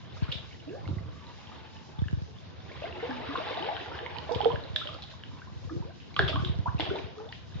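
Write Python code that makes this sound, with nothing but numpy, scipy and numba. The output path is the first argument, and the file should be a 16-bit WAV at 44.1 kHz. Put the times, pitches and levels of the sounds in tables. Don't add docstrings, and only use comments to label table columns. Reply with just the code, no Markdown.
import sys
import numpy as np
from scipy import signal
from scipy.fft import rfft, irfft
from scipy.io import wavfile
from scipy.ndimage import uniform_filter1d
from numba import njit

SR = 44100
rng = np.random.default_rng(int(sys.argv[2]) if len(sys.argv) > 2 else 0)


def natural_amplitude(level_db):
    exponent = np.asarray(level_db, float) / 20
    return 10 ** exponent


def wav_record(signal):
    frames = np.transpose(np.atleast_2d(signal))
    bounded = np.clip(frames, -1, 1)
    quanta = np.round(bounded * 32767).astype(np.int16)
    wavfile.write(sys.argv[1], SR, quanta)


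N = 335145


def level(x, db):
    return x * natural_amplitude(db) / np.sqrt(np.mean(x ** 2))


def colour(x, table):
    hz, db = np.transpose(table)
    f = np.fft.rfftfreq(x.shape[-1], 1 / SR) + 1
    gain = natural_amplitude(np.interp(np.log(f), np.log(hz), db))
    return irfft(rfft(x) * gain, x.shape[-1])


def smooth(x, size):
    return uniform_filter1d(uniform_filter1d(x, size), size)


def flicker(count, size):
    x = smooth(rng.standard_normal(count), size)
    return x / x.std()


def highpass(x, order, hz):
    return signal.sosfilt(signal.butter(order, hz, "high", fs=SR, output="sos"), x)


def swells(s, db, rise, fall, rest_db):
    late = np.arange(0, N, 64)[:, None] / SR - s
    power = natural_amplitude(db - np.where(late < 0, -rise * late, fall * late)) ** 2
    return np.repeat(10 * np.log10(power.sum(axis=1) + natural_amplitude(rest_db) ** 2), 64)[:N]


# (frequency [Hz], lead [rad])
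PORTS = [(0, 2.6), (350, 1.25), (700, 1.3), (1400, .45), (2500, 1.0), (3700, 1.4)]


def sides(hz, pan_db, scatter):
    lead = np.interp(hz, *np.transpose(PORTS)) + scatter
    left = natural_amplitude(pan_db / 2) * np.exp(.5j * lead)
    right = natural_amplitude(-pan_db / 2) * np.exp(-.5j * lead)
    return np.array([left, right])


# (time [s], left minus right [dB])
WHERE = [(0, -1), (.85, -6), (1.5, 0), (3.3, 2), (3.6, 5.5), (3.95, 3), (4.15, -15.5), (5.05, -3.5),
         (5.3, 0.5), (5.9, 1), (6.15, -3), (7.6, 4)]


def where(s):
    return np.interp(s, *np.transpose(WHERE))


@njit
def ring(start, hz, decay, glide, gain, rise):
    out = np.zeros((2, N))
    for k in range(len(start)):
        z, w, n, shut = 1 + 0j, 2 * np.pi * hz[k] / SR, decay[k] * SR, 1.
        for i in range(int(start[k] * SR), min(N, int(start[k] * SR + 5 * n))):
            shut *= np.exp(-hz[k] / (rise * SR))
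            out[0, i] += (gain[0, k] * z).imag * (1 - shut) ** 2
            out[1, i] += (gain[1, k] * z).imag * (1 - shut) ** 2
            z *= np.exp(1j * w - 1 / n)
            w = min(w * glide[k] ** (1 / n), 2.5)
    return out


# (frequency [Hz], spectral density [dB per Hz])
HUSH = [(45, -45), (120, -21.5), (200, 2.5), (374, -9), (767, -20.5), (1370, -16.5), (1520, -15.5),
        (2230, -39), (3420, -21.5), (5300, -22), (6310, -22.5), (7120, -29), (7690, -38), (10000, -100.5),
        (16900, -120)]


def hush():
    x = level(colour(rng.standard_normal((2, N)), HUSH), -55)
    out = 0
    for hz in (300, 700, 1500, 3000, 5000):
        low = signal.sosfilt(signal.butter(2, hz, fs=SR, output="sos"), x)
        out = out + low * natural_amplitude(1.8 * flicker(N, size=2500))
        x = x - low
    return out + x * natural_amplitude(1.8 * flicker(N, size=2500))


# (frequency [Hz], echo re direct [dB])
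WALLS = [(100, -13), (450, -10.5), (900, -8), (1400, -10), (2200, -9), (3100, -7.5), (3750, -4.5),
         (4150, -8), (8000, -8)]


def bathroom(x):
    t = np.arange(int(.6 * SR)) / SR
    t60_s = .34
    first_path = t > .004
    echo = colour(level(rng.standard_normal((2, len(t))), -24.5), WALLS) * natural_amplitude(-60 * t / t60_s) * first_path
    mid_side = rfft(np.array([echo[0] + echo[1], echo[0] - echo[1]]))
    power = np.abs(mid_side) ** 2
    even = mid_side * np.sqrt(uniform_filter1d(power, size=300) / uniform_filter1d(power, size=20))
    mid, side = irfft(even, len(t)) * first_path * (t < .5) / 2
    echo = np.array([mid + side, mid - side])
    return signal.fftconvolve(x.mean(axis=0, keepdims=True), echo, axes=1)[:, :N]


# (time [s], peak [dB], left minus right [dB])
KNOCKS = [(.222, -15, 4), (.288, -23, 4), (1.987, -22.5, 4), (2.019, -15.5, -6), (2.057, -26, 8),
          (2.129, -16, -2), (2.172, -23, 3), (2.218, -24, -0.5), (4.357, -30, 23.5), (4.536, -22, 6),
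          (4.575, -28, -4), (4.733, -30, -0.5), (5.763, -23.5, 4.5), (5.802, -22.5, 2), (.353, -30, 9.5),
          (6.195, -20, 2), (6.234, -17.5, 3.5), (6.26, -29, 6), (6.339, -22, 2), (6.373, -19.5, 4),
          (6.424, -18.5, 0), (6.459, -23.5, 7.5), (6.495, -16, -3), (6.588, -18, -6), (6.679, -20.5, -5.5),
          (6.746, -17.5, -4), (6.825, -24.5, -4), (6.889, -22.5, 0.5), (7.04, -28.5, 6.5),
          (7.556, -25.5, 5.5), (4.698, -28.5, -3.5), (5.29, -33, -1), (5.52, -32, -1), (5.56, -32, -0.5),
          (5.648, -27, 2), (5.85, -29, 2), (6.398, -19.5, -1)]
# (time [s], peak [dB], left minus right [dB])
SQUEEZES = [
    (.865, -29.5, -5),
    (.885, -28, -5),
    (.907, -23.5, -5),
    (0.93, -25, -5),
    (0.967, -24, -7),
    (1.007, -30.5, -10),
    (1.059, -33, -9),
]
# (frequency [Hz], spectral density [dB per Hz])
RUMBLE = [(12, -58), (20, -45), (37, -31.5), (57, -5), (86, 3.5), (168, -4), (285, -46), (362, -15),
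          (400, -34.5), (520, -55.5), (880, -120)]
# (time [s], peak [dB], rise [dB per s], fall [dB per s])
SHIFTS = [
    (.25, -50, 12, 24),
    (.9, -42.5, 83, 38.5),
    (2.1, -47.5, 65, 60),
    (2.752, -51, 6.5, 6.5),
    (4.4, -48, 23, 12.5),
    (5.7, -48, 22.5, 35),
    (6.219, -37, 161, 19),
    (7.59, -45.5, 39, 36),
]


def grip():
    s, db, pan_db = np.transpose(KNOCKS + SQUEEZES)
    together = np.arange(len(s)) >= len(KNOCKS)
    pushes = np.zeros((2, N), complex)
    pushes[:, (s * SR).astype(int)] = natural_amplitude(db) * sides(1000 + 0 * s, pan_db, np.where(together, -1.1, 1.4))
    blunt = signal.sosfilt(signal.butter(3, 150, fs=SR, output="sos"), np.arange(4096) == 0)
    blunt = highpass(blunt, 2, 80)
    blunt += 1.4 * signal.lfilter(*signal.iirpeak(92, 1.8, fs=SR), blunt)
    knocks = signal.fftconvolve(pushes, signal.hilbert(blunt)[None], axes=1)[:, :N].real

    strength = natural_amplitude(-1.5 * np.log(rng.random(N)))
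    pulses = rng.standard_normal((2, N)) * strength * (rng.random(N) < .01)
    pulses[1] -= 0.18 * pulses[0]
    rumble_db = swells(*np.transpose(SHIFTS), rest_db=-60)
    rumble = natural_amplitude(rumble_db + 6.0) * level(colour(pulses, RUMBLE), 0)
    return natural_amplitude(41.5) * highpass(knocks, 5, 64) + highpass(rumble, 9, 64) + natural_amplitude(-28) * rumble


# (time [s], length [s], pitch [Hz], level [dB])
TRICKLES = [(2.86, .45, 850, -52.5), (3.78, 0.57, 840, -50.5), (3.4, 0.2, 460, -55.5),
            (4.5, 0.105, 520, -50), (5.3, 0.11, 1000, -55), (4.75, 0.057, 610, -54), (6.8, .2, 3500, -56),
            (1.2, 0.13, 950, -55), (7.19, .09, 1170, -60), (.69, 0.135, 1660, -59), (4.77, 0.21, 3130, -55),
            (.89, 0.5, 1144, -60.5), (1.299, 0.764, 870, -58)]


def trickles():
    out = np.zeros((2, N))
    for s, length, hz, db in TRICKLES:
        i = np.arange(int(s * SR), int((s + length) * SR))
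        tone = signal.lfilter(*signal.iirpeak(hz, 22, fs=SR), rng.standard_normal(len(i)))
        tone *= natural_amplitude(2.4 * flicker(len(i), size=700))
        fade = signal.windows.tukey(len(i), .3)
        out[:, i] += (signal.hilbert(level(tone, db)) * fade * sides(hz, 0, 0)[:, None]).real
    return out


def crowd(rate, centre_hz, octaves, cycles, glide, spread_db, scatter):
    u = rng.random((int(rate * N / SR), 6)).T
    s = u[0] * N / SR
    hz = centre_hz * 2 ** (octaves * (u[1] + u[5] - 1))
    gain = natural_amplitude(-spread_db * np.log(1 - u[2])) * sides(hz, 14 * (u[3] - .5), scatter * (u[4] - .5))
    return level(ring(s, hz, cycles / hz, glide + 0 * s, gain, 0.9), 0)


# (frequency [Hz], spectral density [dB per Hz])
SPRAY = [(120, -31.5), (400, -1), (590, 5), (1000, 4.5), (1290, -21), (1530, -10.5), (2050, -11.5),
         (3060, -7.5), (3630, -7), (5660, -17), (6480, -72.5), (7120, -56), (7690, -83.5), (10000, -103),
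         (16900, -120)]
# (time [s], peak [dB], rise [dB per s], fall [dB per s], spray re slosh [dB])
SURGES = [(.3, -52, 17.5, 27, 2), (.87, -47, 40, 29, -12.5), (1.548, -54.5, 10.5, 14.5, 3),
          (2.85, -52.5, 50, 3, 3.5), (3.55, -36, 17.5, 19, -3), (4.401, -38, 78.5, 50, -6),
          (4.899, -46.5, 30, 59, -6), (5.75, -54.5, 45.5, 26, -11), (6.221, -39.5, 183, 27, -5),
          (6.9, -37, 84.5, 59, -6.5), (7.59, -55.5, 32, 22, 3)]


def water():
    s, db, rise, fall, spray_re_db = np.transpose(SURGES)
    slosh_db = swells(s, db, rise, fall, rest_db=-68)
    spray_db = swells(s, db + spray_re_db, rise, fall, rest_db=-72.5)
    slosh = crowd(rate=1000, centre_hz=600, octaves=1.35, cycles=8, glide=1.07, spread_db=2.2, scatter=5.0)
    fizz = crowd(rate=2800, centre_hz=2600, octaves=1.4, cycles=9, glide=1.04, spread_db=1.9, scatter=2.8)
    blips = crowd(rate=400, centre_hz=1700, octaves=1.2, cycles=14, glide=1.04, spread_db=2.0, scatter=2.5)
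    spray = level(colour(fizz + 0.5 * rng.standard_normal((2, N)), SPRAY), 0)
    spray += np.clip((spray_db + 60) / 20, 0, .7) * blips
    surge_db = smooth(rng.standard_normal(N), 1800) * 50
    slosh_gain = natural_amplitude(slosh_db - 3.5 + 0.53 * surge_db + 2.75 * flicker(N, size=900))
    spray_gain = natural_amplitude(spray_db - 3.0 + surge_db + 1.4 * flicker(N, size=600))
    return slosh_gain * slosh + spray_gain * spray


# (time [s], peak [dB], centre [Hz], decay [ms])
SPLASHES = [(0.3206, -23.5, 3600, 33), (4.347, -26.5, 3570, 12), (4.7597, -21, 3660, 9.1),
            (6.165, -23.5, 3100, 6.6), (5.021, -31.5, 3900, 13), (6.1886, -22.5, 3680, 22),
            (6.2778, -21.5, 3300, 41), (6.4447, -31.5, 3650, 39), (6.797, -24.5, 3260, 80),
            (.241, -35, 3000, 15), (0.23, -40.5, 4300, 14), (2.828, -33, 3200, 25), (5.1, -36, 3900, 20),
            (3.766, -33, 3000, 22), (3, -32, 2000, 15), (4.872, -31, 3200, 20), (4.78, -34.5, 3600, 130),
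            (6.0, -43, 3000, 60), (3.9, -40.5, 3200, 10), (6.788, -34, 3800, 12), (7.324, -33, 3100, 25),
            (4.32, -34.5, 5500, 9.3)]
# (frequency [Hz], spectral density [dB per Hz])
SHEET = [(350, -30), (1900, -9.5), (2900, -0.5), (3750, 2.5), (4150, -10.5), (5300, -14), (5800, -20.5),
         (7200, -30.5)]


def splashes():
    out = np.zeros((2, N))
    t = np.arange(int(.4 * SR)) / SR
    for s, db, hz, ms in SPLASHES:
        noise = rng.standard_normal((2, len(t)))
        band = colour(noise, [(f * hz / 3550, g) for f, g in SHEET])
        tail = signal.lfilter(*signal.iirpeak(3700, 5., fs=SR), noise[::-1])
        tail *= natural_amplitude(1.4 * flicker(len(t), size=300))
        band *= natural_amplitude(2.9 * flicker(len(t), size=120))
        burst = level(band, db - 11.0) * np.exp(-1000 * t / ms)
        burst += level(tail, db - 30) * np.exp(-t / 0.077)
        onset = 1 - np.exp(-t / 0.00031)
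        i = int(s * SR)
        out[:, i:i + len(t)] += (burst * onset)[:, :N - i]
    return out


# (time [s], peak [dB])
CRACKLES = [(0.3187, -27), (0.8874, -39), (4.1844, -25.5), (4.347, -30), (4.4146, -31), (4.4452, -26),
            (4.7597, -34), (4.776, -39), (5.038, -31), (5.352, -48), (.877, -38), (6.143, -36),
            (5.022, -27.5), (6.166, -29), (6.1898, -27), (6.294, -25.5), (6.4469, -36), (6.798, -25),
            (7.3226, -33), (7.182, -42), (4.322, -39), (4.943, -33), (6.555, -39)]


def crackles():
    s, db = np.transpose(CRACKLES)
    hz = 4200 * (1 + 0.04 * rng.standard_normal(len(s)))
    return ring(s, hz, 0.00044 + 0 * s, 1 + 0 * s, natural_amplitude(db + 4.5) * sides(hz, -7.0, 0), 0.9)


# (time [s], peak [dB], pitch [Hz])
DRIPS = [(0.5112, -42.5, 2130), (0.5294, -40.5, 2800), (0.5444, -44, 1870), (0.6015, -41, 2820),
         (0.8555, -38.5, 2060), (0.9837, -39, 1950), (1.268, -40.5, 3860), (1.4711, -39, 3030),
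         (1.7677, -40.5, 2880), (1.9904, -35, 3340), (2.04, -40.5, 1670), (2.3855, -41.5, 3380),
         (2.8535, -35.5, 1510), (7.29, -36.5, 3380), (.215, -42, 2540), (0.317, -24, 2780),
         (.692, -39.5, 2600), (2.698, -40.5, 1680), (2.7166, -36, 2200), (2.832, -32.5, 2650),
         (2.9244, -32.5, 2660), (2.9525, -36, 2580), (3.0508, -37.5, 1980), (3.2898, -36, 1420),
         (3.375, -30, 3530), (3.5307, -39, 1510), (3.572, -29.5, 3640), (3.916, -32.5, 1310),
         (4.2396, -39, 2900), (4.3204, -35.5, 3350), (4.517, -29, 3040), (4.6377, -35.5, 3870),
         (5.036, -33, 3180), (5.1, -51, 2500), (5.39, -49, 2570), (5.905, -45, 1500), (5.697, -40.5, 1640),
         (6.192, -25, 4070), (4.347, -30.5, 3520), (4.353, -35.5, 2290), (6.447, -31, 3560),
         (6.783, -34, 2580), (6.815, -31, 2050), (6.986, -33, 2280), (7.5213, -47, 1600),
         (7.5436, -40, 3670)]


def drips():
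    s, db, hz = np.transpose(DRIPS)
    cycles = 7.4
    return ring(s, hz, cycles / hz, 1.04 + 0 * s, natural_amplitude(db - 0.5) * sides(hz, .5 * where(s), 0), .9)


# (time [s], peak [dB], pitch [Hz], tick re peak [dB])
DROPS = [(0.242, -39, 1330, -2), (0.3223, -35, 1480, 9.5), (0.8762, -32, 1270, -10.5),
         (2.0834, -26.5, 1590, -12.5), (3.1083, -28, 1640, -35.5), (3.357, -18, 1370, -20),
         (3.6252, -36, 1740, 3), (3.644, -36.5, 1760, 4), (3.766, -28.5, 1440, -1),
         (3.9893, -24, 1635, -9.5), (4.0621, -21.5, 2040, -14), (4.1665, -30.5, 2450, -10.5),
         (4.185, -41, 1800, 6.5), (4.348, -34.5, 2230, 0.5), (4.4138, -33.5, 1440, 3.5),
         (4.4467, -23, 1210, -4.5), (4.5578, -22.5, 1560, -18), (4.7611, -18, 1610, 0.5),
         (4.872, -32.5, 1410, 2), (5.236, -33.5, 1600, -1), (6.1425, -34.5, 2210, -19),
         (6.1636, -23.5, 1320, -2), (6.192, -1.5, 1510, -18), (6.281, -22.5, 1160, -9),
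         (6.358, -21.5, 1420, -8.5), (6.448, -29, 1480, 3), (6.797, -22, 1940, -9),
         (7.3254, -27.5, 1790, -10)]


def drops():
    s, db, hz, tick_db = np.transpose(DROPS)
    tick_hz = 3240 + 27 * (db + tick_db + 26.0)
    pan_db = where(s)
    cavity_gain = natural_amplitude(db - 4.0) * sides(hz, pan_db, 0)
    tick_gain = natural_amplitude(db + tick_db + 8.0) * sides(tick_hz, pan_db, 0)
    cavity = ring(s, hz, 0.0024 + 0 * s, 1.05 + 0 * s, cavity_gain, .4)
    return cavity + ring(s, tick_hz, 0.0013 + 0 * s, 1 + 0 * s, tick_gain, 0.96)


# (time [s], peak [dB], pitch [Hz], decay [ms])
BUBBLES = [(.675, -44.5, 595, 14), (.888, -31.5, 277, 10.3), (2.821, -31, 563, 10), (2.869, -39, 400, 18),
           (3.027, -29.5, 451.5, 23), (3.027, -37.5, 720, 8.6), (3.655, -35, 520, 12),
           (3.675, -32, 605, 11), (3.288, -34, 269.5, 33), (3.383, -31, 306, 7.3), (3.524, -44.5, 348, 11),
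           (3.573, -28.5, 680, 12), (4.433, -31.5, 403, 23), (2.84, -28, 636, 11), (4.027, -36.5, 458, 21),
           (4.292, -31, 617, 14), (4.311, -28, 453, 19), (4.323, -33, 427, 12), (4.361, -25.5, 458, 5),
           (4.405, -23, 775, 8.4), (4.456, -22.5, 696, 5.7), (4.754, -44.5, 577, 26.2),
           (4.856, -40, 568, 34), (4.945, -44, 536, 15), (4.645, -45, 515, 18), (6.293, -29.5, 598, 14.5),
           (6.32, -37, 594, 17), (6.435, -34, 342, 19), (6.795, -30.5, 307, 29), (6.797, -17.5, 720, 2),
           (6.869, -35, 615, 13), (.325, -46, 500, 15), (2.711, -43, 565, 12), (2.85, -44, 351, 20),
           (2.928, -45, 335, 14), (2.981, -39.5, 348, 19), (3.378, -30, 456, 11), (3.4, -30, 596, 16),
           (4.271, -45, 743, 8.5), (4.53, -31, 554, 11.6), (4.62, -45, 518, 12), (5.036, -48, 747, 9.9),
           (6.99, -37, 418, 11), (7.062, -41, 402, 21), (3.95, -41, 379, 14), (6.954, -31, 413, 5)]
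# (time [s], peak [dB], pitch [Hz])
SMALL_BUBBLES = [(.169, -46.5, 1180), (0.282, -41, 1334), (.29, -45, 1130), (2.855, -37, 2000),
                 (3.03, -41, 900), (4.947, -43, 1233), (4.985, -45.5, 800), (3.84, -45, 1800),
                 (4.0, -41.5, 1610), (6.96, -39.5, 3760), (1.517, -44.5, 1170), (3.11, -33, 820),
                 (3.183, -38.5, 813), (3.237, -41, 830), (3.354, -25, 1027), (3.469, -34.5, 790),
                 (3.625, -30.5, 828), (3.687, -24.5, 791), (3.712, -29, 654), (3.305, -34.5, 1135),
                 (3.775, -36.5, 1484), (4.157, -40.5, 865), (4.19, -42, 900), (5.4178, -41, 1464),
                 (6.209, -26.5, 1630), (6.226, -29, 1560), (6.33, -32, 1184), (6.468, -41, 1046),
                 (6.405, -37, 1150), (4.931, -45, 1240), (6.902, -34.5, 1380), (7.184, -45, 1210),
                 (0.251, -45.5, 1040), (.885, -47, 853), (5.823, -43.5, 902), (3.914, -38, 885),
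                 (4.062, -38, 900), (4.334, -35, 884), (4.503, -29, 946), (3.5, -36, 1053),
                 (3.125, -40, 1140), (4.292, -38.5, 956), (4.315, -32, 821), (3.11, -34.5, 1550),
                 (3.575, -37, 857), (4.519, -43.5, 918), (4.814, -34.5, 1270), (4.89, -39, 1146),
                 (5.472, -44.5, 985), (5.695, -40.5, 1173), (6.165, -28.5, 1122), (6.358, -26, 1054),
                 (6.829, -41, 827), (6.957, -33.5, 865), (4.455, -29.5, 804), (7.2, -41, 800)]


def bubbles():
    cycles = 10.5
    small = [(s, db, hz, 1000 * cycles / hz) for s, db, hz in SMALL_BUBBLES]
    s, db, hz, ms = np.transpose(BUBBLES + small)
    snap_gain = natural_amplitude(db - 15.5) * sides(2.4 * hz, where(s), 0)
    body_gain = natural_amplitude(db + 2.0) * sides(hz, where(s), 0)
    snap = ring(s, 2.1 * hz, 2.1 / hz, 1.0 + 0 * s, snap_gain, 0.19)
    return snap + ring(s, hz, np.clip(ms, 2, 60) / 1000, 1.08 + 0 * s, body_gain, 0.17)


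# (time [s], length [s], first pitch [Hz], last pitch [Hz], level [dB])
GLUGS = [(0.67, 0.098, 272, 613, -41.5), (0.772, 0.044, 767, 834, -48.5), (6.657, 0.034, 616, 910, -45),
         (6.93, .03, 455, 805, -42), (6.195, 0.013, 750, 420, -23.5), (3.56, .2, 170.3, 190, -50.5),
         (3.09, .13, 261, 238, -37), (3.601, 0.13, 299.2, 780, -40.5), (4.455, 0.04, 458, 464, -20),
         (5.707, 0.095, 314, 357, -34.5), (5.821, 0.097, 336, 773, -51.5), (6.198, 0.057, 412, 370, -28.5),
         (6.656, 0.0217, 904, 1090, -28.5), (6.669, 0.026, 1196, 1680, -39.5),
         (6.673, 0.014, 1050, 1164, -30.5), (6.907, 0.044, 395.5, 398, -27.5),
         (7.172, 0.1, 421.5, 460, -42.5), (7.245, 0.073, 477, 1006, -52.5)]


def glugs():
    out = np.zeros((2, N))
    for s, length, first_hz, last_hz, db in GLUGS:
        i = np.arange(int(s * SR), int((s + length) * SR))
        t = i / SR - s
        shake = uniform_filter1d(uniform_filter1d(rng.standard_normal((2, len(i))), 120), 120) * 13
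        f = first_hz * (last_hz / first_hz) ** (t / length) * (1 + .035 * shake[0])
        flutter = natural_amplitude(2.5 * shake[1])
        edge = np.clip(np.minimum(t / 0.003, (length - t) / 0.0027), 0, 1)
        fall_db = 13 * (first_hz / last_hz) ** 2.3
        shape_db = np.interp(t / length, [0, 0.18, 1], [-4, 0, -fall_db])
        phase = 2 * np.pi * np.cumsum(f) / SR
        tone = edge * flutter * natural_amplitude(db + shape_db + 4.0) * np.exp(1j * phase)
        out[:, i] += (tone * sides(f, 0.36 * where(s), 0)).imag
    return out


def scene():
    wet = glugs() + bubbles() + drops() + drips() + crackles() + splashes() + water()
    return wet + bathroom(wet) + grip() + hush() + trickles()


def top_cut(x):
    return signal.sosfilt(signal.butter(12, 7840, fs=SR, output="sos"), x)


# (frequency [Hz], gain [dB])
HOUSING = [(2000, 0), (2450, -1.5), (2950, 0.5), (3350, -0.5), (3780, 1.5), (4200, 0.5), (5350, 1.5),
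           (5650, -3.5), (7400, -1)]
# (time [s], length [s])
TOP_SHUT = [(2.14, .15), (2.44, .28), (2.78, .16), (3.0, .2), (3.3, .14), (3.52, .58), (6.5, .27),
            (6.86, .4)]


def record(dry):
    x = signal.sosfilt(signal.ellip(8, .2, 45, 7500, fs=SR, output="sos"), colour(dry, HOUSING))
    f, t, z = signal.stft(x, SR, nperseg=1024)
    near = uniform_filter1d(np.abs(z), size=15, axis=1)
    weak = np.abs(z) < near * np.clip((f[:, None] - 4200) / 2400, 0, 1.3)
    spell = np.any([(t > s) & (t < s + length) for s, length in TOP_SHUT], axis=0)
    shut = spell & (f[:, None] > 6950)
    mix = signal.istft(np.where(weak | shut, .05, 1) * z, SR, nperseg=1024)[1][:, :N]
    return top_cut(mix)


dry = scene()
out = record(dry)
wav_record(out)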